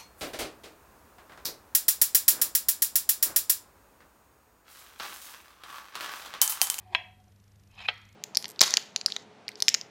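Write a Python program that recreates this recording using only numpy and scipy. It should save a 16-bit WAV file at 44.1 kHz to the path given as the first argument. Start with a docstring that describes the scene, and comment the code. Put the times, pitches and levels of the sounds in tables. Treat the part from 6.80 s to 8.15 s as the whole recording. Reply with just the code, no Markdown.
"""Two toy clay pots are handled on a steel tray in a small room.
A glazed pot is set down with a sharp knock; later an unglazed one is dragged, chatters and drops onto its base.
The tray rings faintly after each knock; behind are mains hum, hiss and a faint fast ticking, perhaps an insect."""
import sys
import numpy as np
from scipy import signal
from scipy.fft import rfft, irfft
from scipy.io import wavfile
from scipy.ndimage import uniform_filter1d

SR = 44100
rng = np.random.default_rng(int(sys.argv[2]) if len(sys.argv) > 2 else 0)


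def waveform_to_disk(signal):
    """Save audio, clipped to [-1, 1], as 16-bit WAV at the path in sys.argv[1]."""
    frames = np.transpose(np.atleast_2d(signal))
    scaled = np.clip(frames, -1, 1) * 32767
    samples = np.round(scaled).astype(np.int16)
    wavfile.write(sys.argv[1], SR, samples)


N = 59535

# light touch and main knock of the glazed pot: (s, level dB)
GLAZED_KNOCKS = [(0.1285, -42.5), (0.1488, 2.5)]
# the dragged pot bumps, then drops: (s, level dB)
PLAIN_KNOCKS = [(0.9915, -25.5), (1.0035, -22.5), (1.0215, -26.5), (1.0855, 1)]
# each pot against the tray: (Hz, dB, t60 s)
GLAZED_MODES = [(681, -35.5, .035), (995.5, -27, 0.048), (1254, -28, .025), (1625, -22, .024), (1908, -27.5, 0.045), (2290, -23, 0.026), (2572, -18, 0.027), (3270, -20, 0.033), (3543, -31, .04), (4010, -22.5, .024), (5260, -43.5, 0.06), (6500, -49.5, 0.019), (6966, -58, 0.061), (9990, -63.5, 0.053), (12500, -58.5, 0.059)]
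PLAIN_MODES = [(435, -49, 0.12), (598, -43, 0.1), (722, -39, 0.12), (850, -36, 0.087), (1280, -31.5, 0.05), (1576, -32.5, 0.07), (1965, -27.5, 0.052), (2210, -32, 0.069), (2640, -22.5, 0.047), (3091, -13.5, 0.017), (3142, -12.5, 0.023), (4043, -26, 0.034), (5300, -54, .04)]
# burst of dense, quickly dying modes: (Hz, dB per Hz)
GLAZED_CLACK = [(200, -33.5), (480, -26), (800, -16.5), (1500, 0.5), (2700, 7.5), (4100, -7.5), (5200, -19.5), (7100, -25), (8200, -32), (13000, -40)]
PLAIN_CLACK = [(200, -23), (330, -37.5), (500, -4.5), (750, -1.5), (1500, -1), (2900, 8), (4200, -6), (5400, -16), (8000, -38), (13000, -43.5)]
GLAZED_CLACK_DB, GLAZED_CLACK_T60_S, PLAIN_CLACK_DB, PLAIN_CLACK_T60_S = -19.5, .024, -22.5, 0.057
# the steel tray: (Hz, dB under the glazed pot, dB under the plain pot, t60 s)
TRAY_MODES = [(738, -50, -75.5, 0.46), (980, -51.5, -67.5, 0.11), (1830, -53.5, -66, .38), (1832, -49, -68.5, .3), (2020, -60, -50, .55), (2245, -49, -66, 0.36), (2611, -44.5, -64, .35), (2650, -48.5, -63, .25), (2793, -65, -58.5, 0.23), (3246, -52, -49.5, 0.52), (3294, -40.5, -52, 0.28), (3450, -45, -64, 0.16), (4100, -70, -60, .4), (5600, -72.5, -77, .4)]
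GLAZED_TRAY_DB, PLAIN_TRAY_DB = -1, -12
GLAZED_ROOM_DB, GLAZED_ROOM_T60_S, PLAIN_ROOM_DB, PLAIN_ROOM_T60_S, ROOM_BUILD_S = -14, .34, -12.5, 0.62, .005
# force of rubbing: (s, dB)
GLAZED_RUB = [(0, -62.5), (.05, -69.5), (.08, -66), (.118, -64), (.132, -49), (.149, -47.5), (.16, -98)]
# force of rubbing for the dragged pot: (s, dB)
PLAIN_RUB = [(.89, -81), (.945, -59.5), (.974, -59), (.983, -46), (.999, -55), (1.007, -44), (1.028, -44.5), (1.04, -49.5), (1.06, -37.5), (1.074, -61), (1.085, -40), (1.095, -78)]
# resonances under rubbing: (Hz, width Hz, dB for the smooth glazed pot, dB for the gritty plain pot)
RUB_MODES = [(778, 210, 6, -2), (1140, 220, -3, -4), (1717, 310, -3.5, -6.5), (2530, 170, 0, 3), (3120, 190, -7.5, -2.5), (3580, 250, -8.5, -5), (3970, 400, -13, -6.5), (5180, 270, -17.5, -10), (6800, 740, -28.5, -20.5), (11000, 3500, -26, -26.5)]
GRAINS_PER_S, GRAIN_SPREAD_DB, RUB_TOP_HZ, RUB_LOW_HZ = 1100, 0.5, 6000, 566
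# the dragged pot sticks and chatters: (s, length s, Hz, dB)
CHATTERS = [(0.98, 0.028, 2567, -43), (1.024, 0.033, 2560, -47), (1.0524, 0.01, 2450, -34.5), (1.0587, 0.015, 2520, -33)]
# level of a faint wavering tone at the tray's lowest mode: (s, dB)
TRAY_SING = [(0, -73), (.054, -70.5), (.064, -55.5), (.14, -62), (.2, -61), (.29, -61), (.33, -67.5), (.38, -80), (.405, -60), (.44, -80.5), (.48, -67.5), (.52, -94.5)]
# mains hum: (Hz, dB)
HUM = [(100.2, -61.5), (200.6, -71.5)]
# background: (Hz, dB per Hz)
FLOOR, FLOOR_DB = [(20, -11.5), (50, -1.5), (85, 6), (130, -5.5), (200, -7), (280, -14.5), (700, -19.5), (2000, -24.5), (6000, -32), (13500, -32.5)], -62.5
# faint ticking: its colour (Hz, dB per Hz) and its pace
TICK_COLOUR = [(1000, -19), (3000, -3), (4100, -3), (4800, -4.5), (5600, 3), (6900, -1.5), (8000, -14), (13000, -13.5)]
TICK_START_S, TICK_GAP_S, TICK_QUICKENS_S, TICK_WIDTH_S = .4025, .04025, .00014, .002  # fixed
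TICK_DB, TICK_GROWS_DB_PER_S = -68, 8
CUTOFF_HZ = 14200  # fixed
TIME = np.arange(N) / SR
# level of a faint hollow note around the first knock: (s, dB)
HOLLOW = [(0, -83), (.09, -76), (.125, -58), (.16, -65), (.26, -81)]
SING_WIDTH_HZ = None
HOLLOW_WIDTH_HZ = None
GLAZED_ROOM = [(200, 10), (700, 9.5), (1300, -3.5), (2000, 2), (3000, -2.5), (4200, -8.5), (6000, -1), (12000, -5.5)]
PLAIN_ROOM = [(200, 6.5), (700, -2), (1200, 5), (2000, 4), (3000, -5.5), (4200, 3), (6000, 5), (12000, 1)]
PLAIN_MODES_WET = .15  # fixed
WANDER_PER_S, SURGE_PER_S, SURGE_DB, SING_ROUGH_DB = 70, 90, 3, 2.5  # fixed
SING_HZ, HOLLOW_HZ = 738, 367.5
WANDER_HZ = 16  # fixed
GLAZED_CONTACT_S, PLAIN_CONTACT_S = .0003, .00018  # fixed


def from_db(db):
    """Decibels to gain."""
    return 10 ** (np.asarray(db) / 20)


def rms_one(x):
    """Scale to unit power."""
    return x / np.sqrt(np.mean(x ** 2) + 1e-20)


def level(rows):
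    """Gain along a (s, dB) curve, silent outside it."""
    s, db = np.transpose(rows)
    return from_db(np.interp(TIME, s, db, left=-140, right=-140))  # fixed


def noise(colour):
    """Unit noise with the given spectrum."""
    hz, db = np.transpose(colour)
    bins = np.maximum(np.arange(N // 2 + 1) * SR / N, 1)
    return rms_one(irfft(rfft(rng.standard_normal(N)) * from_db(np.interp(np.log(bins), np.log(hz), db)), N))


def dying(t60):
    """Exponential decay."""
    return np.exp(-np.log(1000) * TIME / t60)


def ringing(modes, contact_s):
    """A body's answer to one tap: decaying sines of alternating sign."""
    return attack(contact_s) * sum((-1) ** k * from_db(db) * dying(t60) * np.sin(2 * np.pi * hz * TIME) for k, (hz, db, t60) in enumerate(modes))


def resonate(x, hz, width):
    """One resonance with gain 1 at its top."""
    r = np.exp(-np.pi * width / SR)
    return signal.lfilter(np.array([1, 0, -1]) * (1 - r * r) / 2, [1, -2 * r * np.cos(2 * np.pi * hz / SR), r * r], x)


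def strike(knocks, answer):
    """Play a body's answer at every knock."""
    return sum(from_db(db) * np.interp(TIME - s, TIME, answer, left=0) for s, db in knocks)




def scrape(force, modes):
    """Clay grit catches on the steel in surges and excites pot and tray."""
    grit = (rng.random(N) < GRAINS_PER_S / SR) * rng.choice([-1, 1], N) * from_db(GRAIN_SPREAD_DB * np.minimum(rng.exponential(1, N), 4))
    body = sum((-1) ** k * resonate(grit * from_db(db + SURGE_DB * drift(SURGE_PER_S)), hz, width) for k, (hz, width, db) in enumerate(modes))
    body = signal.sosfilt(signal.butter(2, [RUB_LOW_HZ, min(RUB_TOP_HZ, .45 * SR)], "band", fs=SR, output="sos"), body)
    return rms_one(body) * level(force)


def chatter():
    """Stick and slip makes the pot squeak briefly: a quick swell and a slower fall."""
    out = np.zeros(N)
    for s, length, hz, db in CHATTERS:
        age = np.maximum(TIME - s, 0) / (length / 4)
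        out += from_db(db) * (age * np.exp(1 - age)) ** 2 * np.sin(2 * np.pi * hz * (TIME - s))
    return out




def ticking():
    """Soft high ticks, about 25 a second, slowly quickening."""
    k = np.arange(25)  # fixed
    times = TICK_START_S + TICK_GAP_S * k - TICK_QUICKENS_S * k * k / 2
    gate = sum(np.exp(-((TIME - s) / TICK_WIDTH_S) ** 2 / 2) for s in times)
    return from_db(TICK_DB + TICK_GROWS_DB_PER_S * (TIME - TICK_START_S)) * gate * even_noise(TICK_COLOUR)


def background():
    """Mains hum over low rumble and hiss."""
    hum = sum(from_db(db) * np.sqrt(2) * np.sin(2 * np.pi * (hz * TIME + rng.random())) for hz, db in HUM)
    return hum + from_db(FLOOR_DB) * noise(FLOOR)


def tray():
    """The steel rings on; each pot lands on a different spot and favours other modes."""
    under_glazed = ringing([(hz, db, t60) for hz, db, _, t60 in TRAY_MODES], GLAZED_CONTACT_S)
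    under_plain = ringing([(hz, db, t60) for hz, _, db, t60 in TRAY_MODES], PLAIN_CONTACT_S)
    return strike(GLAZED_KNOCKS, under_glazed) + strike(PLAIN_KNOCKS, under_plain)




def sing(curve, hz):
    """Light sliding keeps one low resonance sounding, unsteady in pitch and level."""
    phase = 2 * np.pi * np.cumsum(hz + WANDER_HZ * drift(WANDER_PER_S)) / SR
    return level(curve) * from_db(SING_ROUGH_DB * drift(WANDER_PER_S)) * np.sqrt(2) * np.sin(phase)


def drift(per_s):
    """Slow chance with unit spread."""
    return np.interp(TIME * per_s, np.arange(400), rng.standard_normal(400))  # fixed


def clack(colour, db, t60, contact_s):
    """Dense, quickly dying modes heard as one burst."""
    return from_db(db) * even_noise(colour) * dying(t60) * attack(contact_s)


def room(x, colour, wet_db, t60):
    """The diffuse tail that the room adds to a sound."""
    tail = noise(colour) * dying(t60) * (1 - np.exp(-TIME / ROOM_BUILD_S))
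    return from_db(wet_db) * signal.fftconvolve(x, tail / np.sqrt(np.sum(tail ** 2)))[:N]


def glazed_pot():
    """The glazed pot is set down: clay modes and a clack, both carried on by the room."""
    burst = clack(GLAZED_CLACK, GLAZED_CLACK_DB, GLAZED_CLACK_T60_S, GLAZED_CONTACT_S)
    knock = strike(GLAZED_KNOCKS, ringing(GLAZED_MODES, GLAZED_CONTACT_S) + burst)
    return knock + room(knock, GLAZED_ROOM, GLAZED_ROOM_DB, GLAZED_ROOM_T60_S)


def plain_pot():
    """The unglazed pot bumps and drops; its tail is mostly the diffuse clack."""
    modes = strike(PLAIN_KNOCKS, ringing(PLAIN_MODES, PLAIN_CONTACT_S)) + chatter()
    burst = strike(PLAIN_KNOCKS, clack(PLAIN_CLACK, PLAIN_CLACK_DB, PLAIN_CLACK_T60_S, PLAIN_CONTACT_S))
    return modes + burst + room(PLAIN_MODES_WET * modes + burst, PLAIN_ROOM, PLAIN_ROOM_DB, PLAIN_ROOM_T60_S)


def attack(contact_s):
    """The force builds up while the contact lasts."""
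    return 1 - np.exp(-(TIME / contact_s) ** 2)


def even_noise(colour):
    """Coloured noise whose level is evened over a few milliseconds."""
    x = noise(colour)
    return x / np.sqrt(uniform_filter1d(x ** 2, size=130) + 1e-9)


def scene():
    """Both pots, their sliding, the tray and the room behind."""
    rub = np.array(RUB_MODES)
    scrapes = scrape(GLAZED_RUB, rub[:, [0, 1, 2]]) + scrape(PLAIN_RUB, rub[:, [0, 1, 3]])  # fixed
    singing = sing(TRAY_SING, SING_HZ) + sing(HOLLOW, HOLLOW_HZ)
    return (glazed_pot() + plain_pot() + tray() + scrapes + singing + ticking() + background())[None]


def record(dry):
    """The top is cut steeply."""
    return signal.sosfilt(signal.ellip(10, .1, 70, CUTOFF_HZ, fs=SR, output="sos"), dry)


dry = scene()
out = record(dry)
waveform_to_disk(out)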